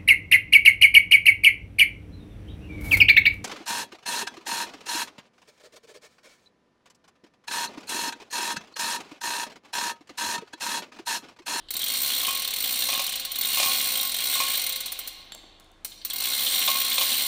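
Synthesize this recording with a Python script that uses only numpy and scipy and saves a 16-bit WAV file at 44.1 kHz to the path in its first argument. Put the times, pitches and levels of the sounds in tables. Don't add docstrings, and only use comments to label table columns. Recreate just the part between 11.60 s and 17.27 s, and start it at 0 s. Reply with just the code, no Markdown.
import sys
import numpy as np
from scipy import signal
from scipy.fft import rfft, irfft
from scipy.io import wavfile

SR = 44100
rng = np.random.default_rng(int(sys.argv[2]) if len(sys.argv) > 2 else 0)


def master(y):
    cut = np.clip(np.atleast_2d(y).T, -1, 1)
    pcm = np.round(cut * 32767)
    wavfile.write(sys.argv[1], SR, pcm.astype(np.int16))


N = 250047
TIME = np.arange(N) / SR


def amp(db):
    return 10 ** (np.asarray(db) / 20)


def unit_rms(x):
    return x / np.sqrt(np.mean(x ** 2) + 1e-20)


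def curve_at(points, hz):
    f, value = np.transpose(points)
    return np.interp(np.log(hz + 1), np.log(f + 1), value)


def add(mix, s, sound):
    part = mix[max(round(s * SR), 0):][:len(sound)]
    part += sound[:len(part)]


def colour(x, spectrum, size=4096):
    log_gain = np.log(amp(curve_at(spectrum, abs(np.fft.fftfreq(size, 1 / SR)))))
    taps = np.fft.ifft(np.exp(np.conj(signal.hilbert(log_gain)))).real[:size // 2]
    return signal.oaconvolve(x, taps / np.linalg.norm(taps))[:len(x)]


def decay(t, t60):
    return np.exp(-np.log(1000) * t / t60)


def ring(hz, t60, size=16000):
    t = TIME[:size]
    return np.sin(2 * np.pi * hz * t) * decay(t, t60)


def burst(t60, size=16000):
    return rng.standard_normal(size) * decay(TIME[:size], t60)


def impacts(per_s, spread_db):
    pulses = (rng.random(N) < per_s / SR) * rng.choice([-1, 1], N)
    return pulses * amp(spread_db * np.clip(rng.standard_normal(N), -2, 2))


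# frequency in Hz, relative spectral level in dB.
RUMBLE_SPECTRUM = [(10, -28), (28, -67), (45, 0), (60, -5), (80, -20), (125, -10.5), (300, -10), (700, -14),
                   (1500, -18), (4000, -30), (8000, -34), (16000, -53)]
# frequency in Hz, level in dB.
HUM_TONES = [(27, -62), (80.7, -70), (317.6, -70.5)]

def workshop(rumble_db=-61):
    hum = sum(np.sqrt(2) * amp(db) * np.sin(2 * np.pi * (hz * TIME + rng.random()))
              for hz, db in HUM_TONES)
    gain = amp(curve_at(RUMBLE_SPECTRUM, np.fft.rfftfreq(N, 1 / SR)))
    rumble = irfft(rfft(rng.standard_normal(N)) * gain, N)
    return amp(rumble_db) * unit_rms(rumble) + hum


# frequency in Hz, relative spectral level in dB.
SCRAPE_SPECTRUM = [(300, -53), (1000, -56), (1700, 0.5), (2300, -18), (3100, 10), (4100, 5), (5000, -6),
                   (7000, -28), (10000, -16), (16000, -45)]

def chain_rustle(level_db=-57, t60=1.0):
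    return amp(level_db) * colour(rng.standard_normal(N), SCRAPE_SPECTRUM) * decay(TIME, t60)


def link(hz, t60, pair_ratio=1.09, pair_db=-4, overtone_ratio=1.9, overtone_db=-14):
    bending = ring(hz, t60) + amp(pair_db) * ring(hz * pair_ratio, t60)
    return bending + amp(overtone_db) * ring(hz * overtone_ratio, t60)


# start in seconds, relative level in dB, pitch in Hz.
LINK_STRIKES = [(0.0862, -29.5, 4050), (0.206, -21.5, 3860), (0.269, -22, 3520), (0.4417, -22, 3500),
                (0.516, -24, 4230), (0.6496, -17, 2930), (1.04, -17, 3220), (1.2222, -13, 3630),
                (1.538, -23, 3000), (1.8271, -17, 3640), (2.5873, -18, 3800), (2.7444, -15, 3670),
                (2.8746, -20, 3000), (2.9452, -14.5, 3570), (3.7224, -29, 3570), (4.3195, -33, 3700),
                (4.416, -32.5, 4360), (4.5086, -21, 3610), (4.6563, -19, 3310), (4.7354, -14.5, 3750),
                (4.867, -12, 3570), (4.919, -20, 3210), (5.3189, -14, 3640)]
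# start in seconds, relative level in dB.
CHAIN_TICKS = [(0.3635, -22), (1.378, -12), (1.999, -6), (2.03, -20), (2.0604, -9), (3.3914, -21),
               (3.467, -24.5), (3.721, -24), (3.7486, -21), (3.999, -31), (4.0068, -35), (4.0442, -42),
               (4.1165, -41), (5.413, -22)]
# frequency in Hz, relative spectral level in dB.
TICK_SPECTRUM = [(1500, 0), (4000, -6), (7500, -1), (12000, -4), (16000, -7.5)]

def clinks(level_db=-8, t60=0.045, contact_db=-4, contact_t60=0.079, tick_db=-7, tick_t60=0.013):
    rings, contacts, ticks = np.zeros((3, N))
    for s, db, hz in LINK_STRIKES:
        add(rings, s, amp(db) * link(hz, t60))
        add(contacts, s, amp(db) * burst(contact_t60))
    for s, db in CHAIN_TICKS:
        tick = burst(tick_t60)
        add(ticks, s, amp(db) * tick / abs(tick).max())
    strikes = rings + amp(contact_db) * colour(contacts, SCRAPE_SPECTRUM)
    return amp(level_db) * strikes + amp(tick_db) * colour(ticks, TICK_SPECTRUM)


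def wheel_speed(haul):
    return np.interp(TIME, *np.transpose(haul), left=0, right=0)


# time in seconds, speed in teeth per second.
HAUL_SPEEDS = [
    [(0.106, 29.4), (0.46, 72.3), (0.91, 30.4), (1.03, 58.4), (1.27, 63.4), (1.68, 11.5), (2.01, 92.7),
     (2.22, 69.0), (2.53, 40.1), (2.73, 79.1), (3.14, 28.7), (3.19, 19.7), (3.49, 9.9)],
    [(4.449, 13.1), (4.66, 66.5), (4.71, 61.3), (4.97, 89.6), (5.27, 58.1), (5.42, 85.5), (5.67, 70.0)],
]
# start in seconds, relative dB.
TOOTH_SLIPS = [(4.247, -27.5)]
USUAL_TEETH_PER_S = 60

def tooth_falls(level_db=-25, speed_power=0.2, ease_db=-1, ease_s=0.12):
    falls = list(TOOTH_SLIPS)
    for haul in HAUL_SPEEDS:
        speed = wheel_speed(haul)
        teeth_passed = np.ceil(np.cumsum(speed) / SR)
        at = np.flatnonzero(np.diff(teeth_passed)) + 1
        speed_db = speed_power * 20 * np.log10(speed[at] / USUAL_TEETH_PER_S)
        slack_db = ease_db * np.exp(-(TIME[at] - TIME[at[0]]) / ease_s)
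        falls += zip(TIME[at], level_db + speed_db + slack_db)
    return np.transpose(falls)


def struck(modes, envelope, count, spread_db=2.5):
    hz, db = np.transpose(modes)
    shape = (count, len(hz))
    gains = amp(db + spread_db * rng.standard_normal(shape))
    phases = np.exp(2j * np.pi * rng.random(shape))
    tones = np.exp(2j * np.pi * hz[:, None] * TIME[:len(envelope)])
    return np.sqrt(2) * ((gains * phases) @ tones).real * envelope / np.linalg.norm(amp(db))


# frequency in Hz, relative level in dB.
RATCHET_MODES = [(5276, -79), (5728, -43), (7569, -45), (8296, -40), (9028, -45), (9572, -39),
                 (9851, -41.5), (10794, -43), (11660, -45), (12080, -45), (12958, -46), (14271, -31),
                 (15138, -46)]
# frequency in Hz, relative level in dB.
ARM_MODES = [(762, -24.5), (1083, -18.5), (2130, -8.5), (3900, -0.5), (4104, -4), (4230, 1), (4300, -2.5),
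             (4400, -3.5)]
# frequency in Hz, relative spectral level in dB.
SNAP_SPECTRUM = [(200, -14), (500, -9), (1400, -6), (2300, -2), (3200, -2), (4200, 5), (5100, -2),
                 (5850, 0), (7000, -3), (8200, 0), (9700, 2), (10400, -4), (13900, -2), (14350, 4),
                 (14650, 3), (15000, -6)]

def pawl(ring_db=-4, ring_t60=0.047, arm_db=-9, arm_t60=0.036, snap_db=-5.5, snap_t60=0.065,
         chatter_s=0.0052, rise_s=0.000089, uneven_db=0.95):
    times, db = tooth_falls()
    t = TIME[:6000]
    attack = 1 - np.exp(-t / rise_s)
    free_s = np.maximum(t - chatter_s, 0)
    rings = amp(ring_db) * struck(RATCHET_MODES, attack * decay(free_s, ring_t60), len(times))
    rings += amp(arm_db) * struck(ARM_MODES, attack * decay(free_s, arm_t60), len(times))
    snaps = rng.standard_normal(rings.shape) * attack * decay(free_s, snap_t60)
    gains = amp(db + uneven_db * rng.standard_normal(len(db)))
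    ringing, snapping = np.zeros((2, N))
    for s, gain, tone, snap in zip(times, gains, rings, snaps):
        add(ringing, s, gain * tone)
        add(snapping, s, gain * snap)
    return ringing + amp(snap_db) * colour(snapping, SNAP_SPECTRUM)


def shaking(level_db=-34.5, speed_power=0.93, lag_s=0.011):
    speed = sum(wheel_speed(haul) for haul in HAUL_SPEEDS) / USUAL_TEETH_PER_S
    pole = np.exp(-1 / (lag_s * SR))
    return amp(level_db) * signal.lfilter([1 - pole], [1, -pole], speed ** speed_power)


# frequency in Hz, relative level in dB.
LINK_LEVELS = [(2100, -5.5), (2700, -7), (3200, 2), (3700, 5.5), (4200, -16), (4700, 14)]

def chain_rattle(shake, ring_db=-2, ring_t60=0.038, scrape_db=-7.5, scrape_t60=0.028,
                 hits_per_s=130, count=28):
    rings, hit_energy = np.zeros((2, N))
    for hz in np.geomspace(2150, 4300, count) * rng.uniform(1.0, 1.01, count):
        hits = impacts(hits_per_s / count, spread_db=4)
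        rings += amp(curve_at(LINK_LEVELS, hz)) * signal.oaconvolve(hits, link(hz, ring_t60))[:N]
        hit_energy += hits ** 2
    power = signal.lfilter([1], [1, -decay(1 / SR, scrape_t60) ** 2], hit_energy)
    scrape = colour(np.sqrt(power) * rng.standard_normal(N), SCRAPE_SPECTRUM)
    return shake * (amp(ring_db) * unit_rms(rings) + amp(scrape_db) * unit_rms(scrape))


# frequency in Hz, 60 dB decay time in seconds,
# relative level in dB when knocked, relative level in dB when the chain runs.
HOUSING_MODES = [(521.8, 0.77, -50, -4), (646, 0.19, -18.5, -24), (766.4, 0.48, -6.5, -1.5),
                 (1123, 0.057, -52, -30), (1082.4, 0.27, 9, 6), (1156, 0.4, -6, -16.5),
                 (1455, 0.31, -19.5, 0), (2117, 0.12, -52, 10), (2457, 0.21, 1, -19.5), (2452, 0.28, -6, 1),
                 (2828, 0.42, -9, 4.5)]
# frequency in Hz, relative spectral level in dB.
GEAR_SPECTRUM = [(70, -45), (120, 0.5), (175, 10.5), (265, 20), (320, 7), (430, -12), (540, -8), (900, -18),
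                 (1400, -7), (3000, -5)]

def block(shake, housing_db=-11, gears_db=-19):
    response = sum(amp(db) * ring(hz, t60) for hz, t60, _, db in HOUSING_MODES)
    chain_force = shake * unit_rms(impacts(per_s=350, spread_db=5.3))
    ringing = signal.oaconvolve(chain_force, response / np.linalg.norm(response))[:N]
    gear_force = shake * unit_rms(impacts(per_s=900, spread_db=1.2))
    return amp(housing_db) * ringing + amp(gears_db) * colour(gear_force, GEAR_SPECTRUM)


# start in seconds, relative level in dB.
LOAD_SHIFTS = [(0.15, -45), (3.756, -49), (3.835, -49)]
# frequency in Hz, relative spectral level in dB.
BUMP_SPECTRUM = [(60, -16), (170, -2), (280, 6), (450, -0.5), (850, 3), (1100, -2), (1600, -35),
                 (6000, -33)]

def load_bumps(t60=0.096):
    bumps = np.zeros(N)
    for s, db in LOAD_SHIFTS:
        add(bumps, s, amp(db) * burst(t60))
    return colour(bumps, BUMP_SPECTRUM)


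# start in seconds, relative ring and clatter levels in dB.
HOUSING_KNOCKS = [(0.629, -40, -29.5), (0.682, -29.5, -27), (1.289, -41, -23.5), (1.33, -33.5, -25.5),
                  (1.358, -35, -45), (1.394, -35, -24.5), (1.973, -33.5, -24), (2.0, -32, -19),
                  (2.029, -30.5, -19.5), (2.061, -31.5, -31), (2.753, -39.5, -26), (2.802, -28, -22.5),
                  (5.08, -28.5, -20.5), (5.153, -32.5, -33), (5.38, -41, -22), (5.412, -38, -20.5)]
# frequency in Hz, relative spectral level in dB.
CLATTER_SPECTRUM = [(60, -33), (300, -50), (550, 6), (800, 1.5), (1150, 6.5), (1500, -11), (2400, 7.5),
                    (3300, 8), (5500, 3), (10000, -4), (16000, -54)]

def knocks(ring_db=-6, clatter_db=-1, clatter_t60=0.12, crack_db=3, crack_t60=0.0009):
    rings, clatter = np.zeros((2, N))
    t = TIME[:16000]
    fade = decay(t, clatter_t60) + amp(crack_db) * decay(t, crack_t60)
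    for s, tone_db, noise_db in HOUSING_KNOCKS:
        modes = (amp(db) * ring(hz * rng.uniform(1.0, 1.005), t60) for hz, t60, db, _ in HOUSING_MODES)
        add(rings, s, amp(tone_db) * sum(modes))
        add(clatter, s, amp(noise_db) * fade * rng.standard_normal(len(t)))
    return amp(ring_db) * rings + amp(clatter_db) * colour(clatter, CLATTER_SPECTRUM)


# start in seconds, relative level in dB.
HOOK_STRIKES = [(3.721, -34.5), (3.75, -48)]
# frequency in Hz, relative level in dB, 60 dB decay time in seconds.
HOOK_MODES = [(3450, 0, 0.03), (3630, -3, 0.05), (3910, -9, 0.06), (4440, -4, 0.05), (7530, -12, 0.25),
              (10240, -21, 0.1)]

def hook():
    response = sum(amp(db) * ring(hz, t60) for hz, db, t60 in HOOK_MODES)
    rings = np.zeros(N)
    for s, db in HOOK_STRIKES:
        add(rings, s, amp(db) * response)
    return rings


# frequency in Hz, reverberation time in seconds.
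REVERB_TIMES = [(100, 1.2), (300, 0.24), (700, 4.9), (1800, 1.97), (4000, 1.36), (7000, 0.57),
                (14000, 0.42)]
# frequency in Hz, relative level in dB.
REVERB_SPECTRUM = [(100, -39.5), (700, 0.5), (1100, -10), (2000, 0.5), (3000, 2.5), (4150, 3.5),
                   (6000, 2.5), (14000, -7)]

def reverberation(x, wet_db=-5, delay_s=0.012, density=1 / 16):
    taps = rng.choice([-1., 1.], 2 * SR) * (rng.random(2 * SR) < density) * (TIME[:2 * SR] > delay_s)
    hz, t, bands = signal.stft(taps, SR, nperseg=256)
    t60 = curve_at(REVERB_TIMES, hz)[:, None]
    equal_energy = np.sqrt(2 * np.log(1000) / (density * t60 * SR))
    bands *= decay(t, t60) * equal_energy * amp(curve_at(REVERB_SPECTRUM, hz))[:, None]
    tail = signal.istft(bands, SR, nperseg=256)[1]
    return amp(wet_db) * signal.fftconvolve(x, tail)[:N]


def scene(lowest_hz=130):
    shake = shaking()
    hoist = pawl() + chain_rattle(shake) + clinks() + knocks() + block(shake) + load_bumps() + hook()
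    hoist = signal.sosfilt(signal.butter(2, lowest_hz, "highpass", fs=SR, output="sos"), hoist)
    return (hoist + reverberation(hoist) + workshop() + chain_rustle())[None]


def record(dry, cutoff_hz=15750):
    lowpass = signal.firwin(401, cutoff_hz, window=("kaiser", 9), fs=SR)
    return signal.oaconvolve(dry, lowpass[None], "same")


dry = scene()
out = record(dry)
master(out)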